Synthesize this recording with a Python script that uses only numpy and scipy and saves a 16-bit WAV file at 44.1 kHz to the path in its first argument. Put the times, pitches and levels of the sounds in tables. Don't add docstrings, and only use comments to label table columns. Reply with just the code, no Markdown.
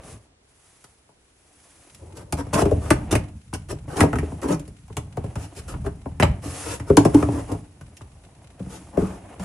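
import sys
import numpy as np
from scipy import signal
from scipy.fft import rfft, irfft, next_fast_len
from scipy.io import wavfile

SR = 44100
rng = np.random.default_rng(int(sys.argv[2]) if len(sys.argv) > 2 else 0)


def transcribe(u):
    v = np.clip(np.atleast_2d(u).T, -1, 1)
    q = np.round(v * 32767).astype(np.int16)
    wavfile.write(sys.argv[1], SR, q)


N = 416304
TIME = np.arange(N) / SR
RING = SR // 2
TOP_HZ = 15700

# start in seconds, knock level in dB,
# corner of the contact in Hz, snap level in dB.
KNOCKS = [(0.841, -4, 2300, 5), (1.09, -5, 1000, -14), (1.947, -30, 700, 5.5), (2.17, -1, 500, 8.5),
          (2.324, 23, 920, 26), (2.466, 3, 1000, -6), (2.618, 28, 760, 20.5), (2.654, 29.5, 640, 13.5),
          (2.711, 26, 565, 8), (2.904, 33.5, 2020, 33), (3.125, 28, 570, 26), (3.152, 25, 2720, 26.5),
          (3.529, 13.5, 1010, -2), (3.725, 12, 447, -4), (3.879, 4.5, 780, -15), (4.005, 33.5, 2070, 32.5),
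          (4.036, 30.5, 740, -2), (4.129, 21.5, 1500, 10.5), (4.156, 18.5, 1390, 10),
          (4.186, 15.5, 2160, 13), (4.225, 11, 560, -12), (4.318, 3.5, 894, -18), (4.595, 4.5, 700, 7),
          (4.678, -1.5, 710, 3), (4.879, -5, 875, -4), (4.898, 0, 1000, -22), (4.968, 18.5, 4000, 22.5),
          (5.17, 22.5, 675, 8), (5.241, 12.5, 700, 2.5), (5.355, 14.5, 1240, 11), (5.739, 10, 1110, -15),
          (5.862, 15, 1300, 7.5), (6.056, 15, 860, -11), (6.199, 28, 1980, 24), (6.225, 30, 3720, 13.5),
          (6.231, 32.5, 1010, 25.5), (6.449, 8.5, 412, -1), (6.798, 9, 1900, 8), (6.901, 34, 534, 3),
          (6.969, 38, 900, 37), (7.05, 32.5, 850, 23.5), (7.145, 34.5, 375, 22), (7.198, 4, 790, -11.5),
          (7.225, 25, 1160, 11.5), (7.287, 21.5, 770, -10), (7.517, 18, 630, 11), (7.811, -1, 1580, 0.5),
          (7.968, -39, 500, 7.5), (8.007, -1, 1230, -13), (8.598, 10, 450, -20), (8.661, 0, 915, -14),
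          (8.973, 28, 600, 5), (9.019, 25.5, 350, -13), (9.396, 7, 1230, 6)]
# time in seconds, flexing level in dB, rubbing level in dB.
HANDLING = [(0, -42, -47), (.15, -52, -54), (.35, -97, -68.5), (1.3, -73, -69.5), (1.85, -58, -56),
            (2.3, -43, -69), (2.55, -30, -40), (3.199, -29.5, -40), (3.45, -49, -74), (3.72, -36.5, -56),
            (4.5, -41.5, -40.5), (4.82, -45, -70), (5.28, -40, -45), (5.53, -48.5, -51), (5.78, -25, -46),
            (6.03, -39.5, -60), (6.3, -32, -47), (6.6, -44.5, -51.5), (7.451, -34, -39.5), (7.68, -49, -58),
            (8.452, -48.5, -53.5), (9.44, -45, -41)]
# knock in dB, thump in dB.
HEAVE = [(-9.5, -36), (0.5, 17), (24.5, 26.5), (41, 41)]
# time in seconds, boost of the drum note in dB.
DRUMMING = [(2.4, 10.5), (3.55, 6), (4.42, 18.5), (4.6, -2), (5.2, 6.5), (6.9, 9.5), (7.15, 18.5),
            (7.5, 10.5), (8.6, 5)]
# frequency in Hz, seconds to fade by 60 dB.
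WELL_DECAY = [(200, 0.042), (8000, 0.043)]


def undb(db):
    return 10 ** (np.asarray(db) / 20)


def along(points, x):
    return np.interp(x, *np.transpose(points))


def read(points, hz):
    f, value = np.transpose(points)
    return np.interp(np.log(hz + 1e-3), np.log(f), value)


def unit(x):
    return x / np.sqrt(np.mean(x ** 2))


def bins(size):
    return np.arange(size // 2 + 1) * SR / size


def colour(x, points):
    size = x.shape[-1]
    cepstrum = irfft(np.log(undb(read(points, bins(size)))), size)
    cepstrum[1:size // 2] *= 2
    cepstrum[size // 2 + 1:] = 0
    return irfft(rfft(x) * np.exp(rfft(cepstrum)), size)


def cut(x, hz, kind, order):
    return signal.sosfilt(signal.butter(order, min(hz, SR / 2 - 100), kind, fs=SR, output="sos"), x)


def add(track, start, x):
    i = max(0, int(start * SR))
    track[..., i:i + x.shape[-1]] += x[..., :max(0, N - i)]


def spread(mid, side, side_db=0):
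    # frequency in Hz, side gain in dB.
    width = [(60, -23), (150, -20), (300, -16), (430, -10), (600, 0), (1200, -3.5), (3000, .5), (7000, 0),
             (11000, -5)]
    return mid + undb(side_db) * colour(side, width) * np.array([[1], [-1]])


def grit(size, slip_hz, rough_db):
    bunch = np.interp(np.arange(size) * slip_hz / SR, np.arange(size), rng.standard_normal(size))
    return unit(rng.standard_normal(size) * undb(rough_db * bunch))


def reflections(decay, build_s):
    size = next_fast_len(int(SR * max(t60 for _, t60 in decay)) + 512, real=True)
    size += size % 2
    t, hz = np.arange(size) / SR, bins(size)
    centres = 2. ** np.arange(5, 15)
    noise = rfft(rng.standard_normal((2, SR))[:, :size], size)
    cloud = 0
    for centre, pick in zip(centres, np.eye(len(centres))):
        band = read(np.column_stack([centres, pick]), hz)
        fade = (1 - np.exp(-t / build_s)) * np.exp(-np.log(1000) * t / read(decay, centre))
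        echoes = irfft(noise * band, size) * fade
        energy = np.sum(echoes ** 2, axis=1, keepdims=True) + 1e-18
        cloud = cloud + echoes * np.sqrt(np.mean(band ** 2) / energy)
    return np.pad(spread(*cloud), ((0, 0), (0, RING)))[:, :RING]


def contact(push, spot_db, corner_hz, heave_db, crack_db, lowest_hz=220, spot_q=1.596):
    heave = cut(push[0], 170, "low", order=3)
    w = 2 * SR * np.tan(np.pi * corner_hz / SR)
    spring = signal.bilinear([w * w], [1, w / spot_q, w * w], SR)
    spot = signal.lfilter(*spring, cut(push[1], lowest_hz, "high", order=3))
    crack = cut(push[2], 3500, "high", order=2)
    return undb(heave_db) * heave + undb(spot_db) * spot + undb(crack_db) * crack


def sheet(force, start, echo_db, direct_db=-3, well_db=-7, loose_from_s=8.3):
    # frequency in Hz, seconds to fade by 60 dB.
    edge_decay = [(60, 0.24), (160, 0.2), (400, 0.084), (1100, 0.12), (3000, 0.067), (9000, 0.068)]
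    # frequency in Hz, width in Hz, level in dB.
    wedged_modes = [(290.8, 29, -1.5), (79.2, 12, 10), (106.3, 26, 1), (158, 9.5, 2.5), (405, 23, 2),
                    (986, 130, -13), (2780, 320, -7.5), (2980, 390, -25), (5370, 190, -4)]
    loose_modes = [(191, 14.6, 5.5), (59.4, 10, -15), (267, 15, 6), (326.5, 13, 5), (553, 2.5, -2),
                   (817, 2.9, 7)]
    waves = undb(echo_db) * reflections(edge_decay, build_s=0.0017)
    waves += undb(well_db) * reflections(WELL_DECAY, build_s=0.00069)
    waves[:, 0] += undb(direct_db)
    length = len(force) + RING
    size = next_fast_len(length + 4096, real=True)
    hz = bins(size)
    travel = 0.013 * rng.uniform(0.3466, 1.3)
    cycles = travel * (2 * np.sqrt(100 * hz) - hz * np.sqrt(100 / TOP_HZ))
    dispersion = np.exp(-2j * np.pi * cycles)
    (drum_hz, drum_width, drum_db), *others = wedged_modes if start < loose_from_s else loose_modes
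    modes = [(drum_hz, drum_width, drum_db + along(DRUMMING, start)), *others]
    body = 1 + sum(undb(db) / (1 + 2j * (hz - f) / width) for f, width, db in modes)
    return irfft(rfft(force, size) * rfft(waves, size) * body * dispersion, size)[:, :length]


def air(level_db=-63.5):
    # frequency in Hz, level in dB.
    tone = [(15, -28.5), (25, -11.5), (67, 2), (207, -10.5), (450, -9.5), (558, -16), (1350, -21),
            (6540, -30), (9020, -28), (10600, -56.5), (15000, -69.5)]
    mid, side = (unit(colour(rng.standard_normal(N), tone)) for _ in range(2))
    return undb(level_db) * spread(mid, side, side_db=5)


def scrapes(fullness=0.45, rasp_hz=1250, bite_db_per_octave=35.5):
    # start, rise and fall in seconds, rasp level in dB, bite (edge hiss over the rasp) in dB.
    strokes = [(0, 0.13, 0.041, -33.5, 1), (1.991, 0.0088, 0.38, -34, -24), (2.149, 0.028, 0.056, -27, 0.5),
               (2.367, 0.023, 0.021, -14, -2.5), (2.526, 0.0092, 0.09, -3.5, -1),
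               (2.569, 0.018, 0.029, -3, -2), (2.807, 0.033, 0.13, -21.5, -1.5),
               (3.108, 0.003, 0.0098, -6, 5.5), (3.124, .008, 0.019, -5, -8),
               (3.533, 0.0054, 0.02, -17.5, 7.5), (3.686, 0.02, 0.012, -17, 4),
               (3.881, 0.077, 0.068, -16.5, -3.5), (3.955, 0.045, 0.053, -5.5, -2.5),
               (4.414, 0.017, 0.031, -8.5, -7), (4.471, 0.038, 0.038, -4, -6),
               (5.372, 0.074, 0.018, -26.5, 5.5), (5.548, 0.045, 0.0084, -27.5, 10.5),
               (5.677, 0.0043, 0.059, -21.5, 2), (5.84, 0.0095, 0.035, -17.5, -10),
               (6.418, 0.019, .26, -24, 5), (6.63, 0.1, 0.032, -17, 5.5), (6.861, 0.033, 0.013, -21, -3),
               (7.13, 0.018, 0.097, -14.5, -3), (7.298, 0.075, 0.047, -16, -8),
               (7.479, 0.014, 0.063, -16, -13), (8.689, 0.051, 0.042, -26.5, 6),
               (8.921, 0.089, 0.011, -21, -10), (8.975, 0.018, .19, -21, -3.5),
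               (9.392, 0.049, 0.027, -20, 1)]
    out = np.zeros((2, N))
    for start, rise, fall, rasp_db, bite_db in strokes:
        t = np.arange(min(int((rise + fall) * SR), RING)) / SR
        pressure = np.interp(t, [0, rise, rise + fall], [0, 1, 0]) ** fullness
        rough_db = np.interp(rasp_db, [-20, -6], [2.5, 6])
        push = [pressure * grit(RING, slip_hz=408.6, rough_db=rough_db)[:len(t)] for _ in range(3)]
        corner_hz = rasp_hz * 2 ** (bite_db / bite_db_per_octave)
        bend_db = 0.5 + 0.8 * rasp_db
        force = contact(push, rasp_db, corner_hz, bend_db, rasp_db + bite_db)
        add(out, start, sheet(force, start, echo_db=-5))
    return out


def friction(tone, slip_hz, rough_db):
    mid, side = (unit(colour(grit(N, slip_hz, rough_db), tone)) for _ in range(2))
    return spread(mid, side, side_db=-6.5)


def handling(settle_s=0.061, creep_ceiling_db=-71.5):
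    # frequency in Hz, level in dB.
    flex_tone = [(22, -28), (45, 2), (75, 6.5), (160, -2.5), (230, -7.5), (500, -51), (4000, -100)]
    rub_tone = [(120, -20), (290, 7), (430, -2), (700, 1.5), (1400, -13), (2800, -17.5), (4500, -34),
                (15000, -53.5)]
    sleeve_tone = [(100, -20), (800, 4.5), (2500, 1), (4200, -4), (6000, 0.5), (9000, 2.5), (10700, 7.5),
                   (12500, -33), (15500, -36.5)]
    # middle and length in seconds, level in dB.
    reaches = [(0.1, 0.19, -56), (0.717, 0.82, -66.5), (1.78, 0.83, -66.5), (2.8, 1, -65),
               (4.278, 1, -68.5), (5.6, 0.94, -70), (6.62, 0.45, -45), (7.25, 1, -57.5), (8.787, .4, -63),
               (9.306, 0.81, -74.5)]
    times, flex_db, rub_db = np.transpose(HANDLING)
    flex = undb(np.interp(TIME, times, flex_db))
    rub = undb(np.interp(TIME, times, rub_db))
    slide = np.minimum(undb(1) * flex, undb(creep_ceiling_db))
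    for middle, length, db in reaches:
        slide += undb(db) * np.cos(np.pi * np.clip((TIME - middle) / length, -.5, .5)) ** 2
    recoil = np.zeros(N)
    for start, knock_db, *_ in KNOCKS:
        add(recoil, start, undb(along(HEAVE, knock_db)) * np.exp(-TIME[:RING] / settle_s))
    wobble = undb(-2) * flex + undb(-62) * recoil
    fingers = undb(-3.5) * rub + undb(-76.5) * recoil
    sleeve = undb(6.5) * slide + undb(-93) * recoil
    return (wobble * friction(flex_tone, slip_hz=30.64, rough_db=3.5)
            + fingers * friction(rub_tone, slip_hz=91.2, rough_db=3.5)
            + sleeve * friction(sleeve_tone, slip_hz=61.4, rough_db=1.5))


def dirt(count=130, level_db=-26, range_db=14, loosens_db=-59):
    # frequency in Hz, level in dB.
    tone = [(400, -34), (1200, 2.5), (2500, 6.5), (4500, -2.5), (10500, -1), (13000, -28), (16000, -49)]
    when, softness = rng.random((count, 2)).T
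    times, flex_db, _ = np.transpose(HANDLING)
    rest_db = np.minimum(np.interp(when * N / SR, times, flex_db) - loosens_db, 0)
    ticks = np.zeros(N)
    ticks[(when * (N - 1)).astype(int)] = undb(level_db - range_db * softness + rest_db)
    well = reflections(WELL_DECAY, build_s=0.0015)
    return signal.fftconvolve(colour(ticks, tone)[None], well, axes=1)[:, :N]


def knocks(chatter_s=0.004):
    # knock in dB, low cut in Hz.
    low_cut = [(-5, 630), (1, 257), (32, 272)]
    out = np.zeros((2, N))
    t = np.arange(SR // 20) / SR
    jolt = 1. * (t == 0)
    for start, knock_db, corner_hz, snap_db in KNOCKS:
        chatter = grit(len(t), slip_hz=1200, rough_db=8) * np.exp(-t / chatter_s)
        chatter /= np.linalg.norm(chatter)
        spot_push = .85 * jolt + .5 * chatter
        edge_push = undb(-6) * jolt + undb(-3) * chatter
        force = contact([jolt, spot_push, edge_push], knock_db, corner_hz,
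                        along(HEAVE, knock_db), snap_db, lowest_hz=along(low_cut, knock_db))
        add(out, start, sheet(force, start, echo_db=-6.5))
    return out


def scene(room_db=-15):
    # frequency in Hz, gain in dB.
    radiation = [(25, -31.5), (60, -9.5), (120, -1.5), (220, -2.5), (450, -3.5), (1000, -12), (2500, -15.5),
                 (4000, -24), (10700, -21), (13000, -40.5), (16000, -81)]
    # frequency in Hz, seconds to fade by 60 dB.
    garage_decay = [(60, 1), (160, 0.72), (420, 0.37), (1100, 0.32), (3000, 0.27), (9000, 0.16)]
    # frequency in Hz, left minus right in dB.
    balance = [(100, 0), (300, .3), (420, 2), (600, 8), (850, 4), (1400, .7), (2600, -2.5), (6000, 0)]
    liner = colour(knocks() + scrapes(), radiation)
    room = signal.fftconvolve(liner, reflections(garage_decay, build_s=.005), axes=1)[:, :N]
    lean = undb(read(balance, bins(N)) * np.array([[1], [-1]]) / 2)
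    direct = irfft(rfft(liner) * lean, N)
    return direct + undb(room_db) * room + handling() + air() + dirt()


def record(dry, ceiling=0.98):
    rounded = ceiling * np.tanh(dry / ceiling)
    return signal.sosfilt(signal.ellip(8, .2, 70, TOP_HZ, fs=SR, output="sos"), rounded)


dry = scene()
out = record(dry)
transcribe(out)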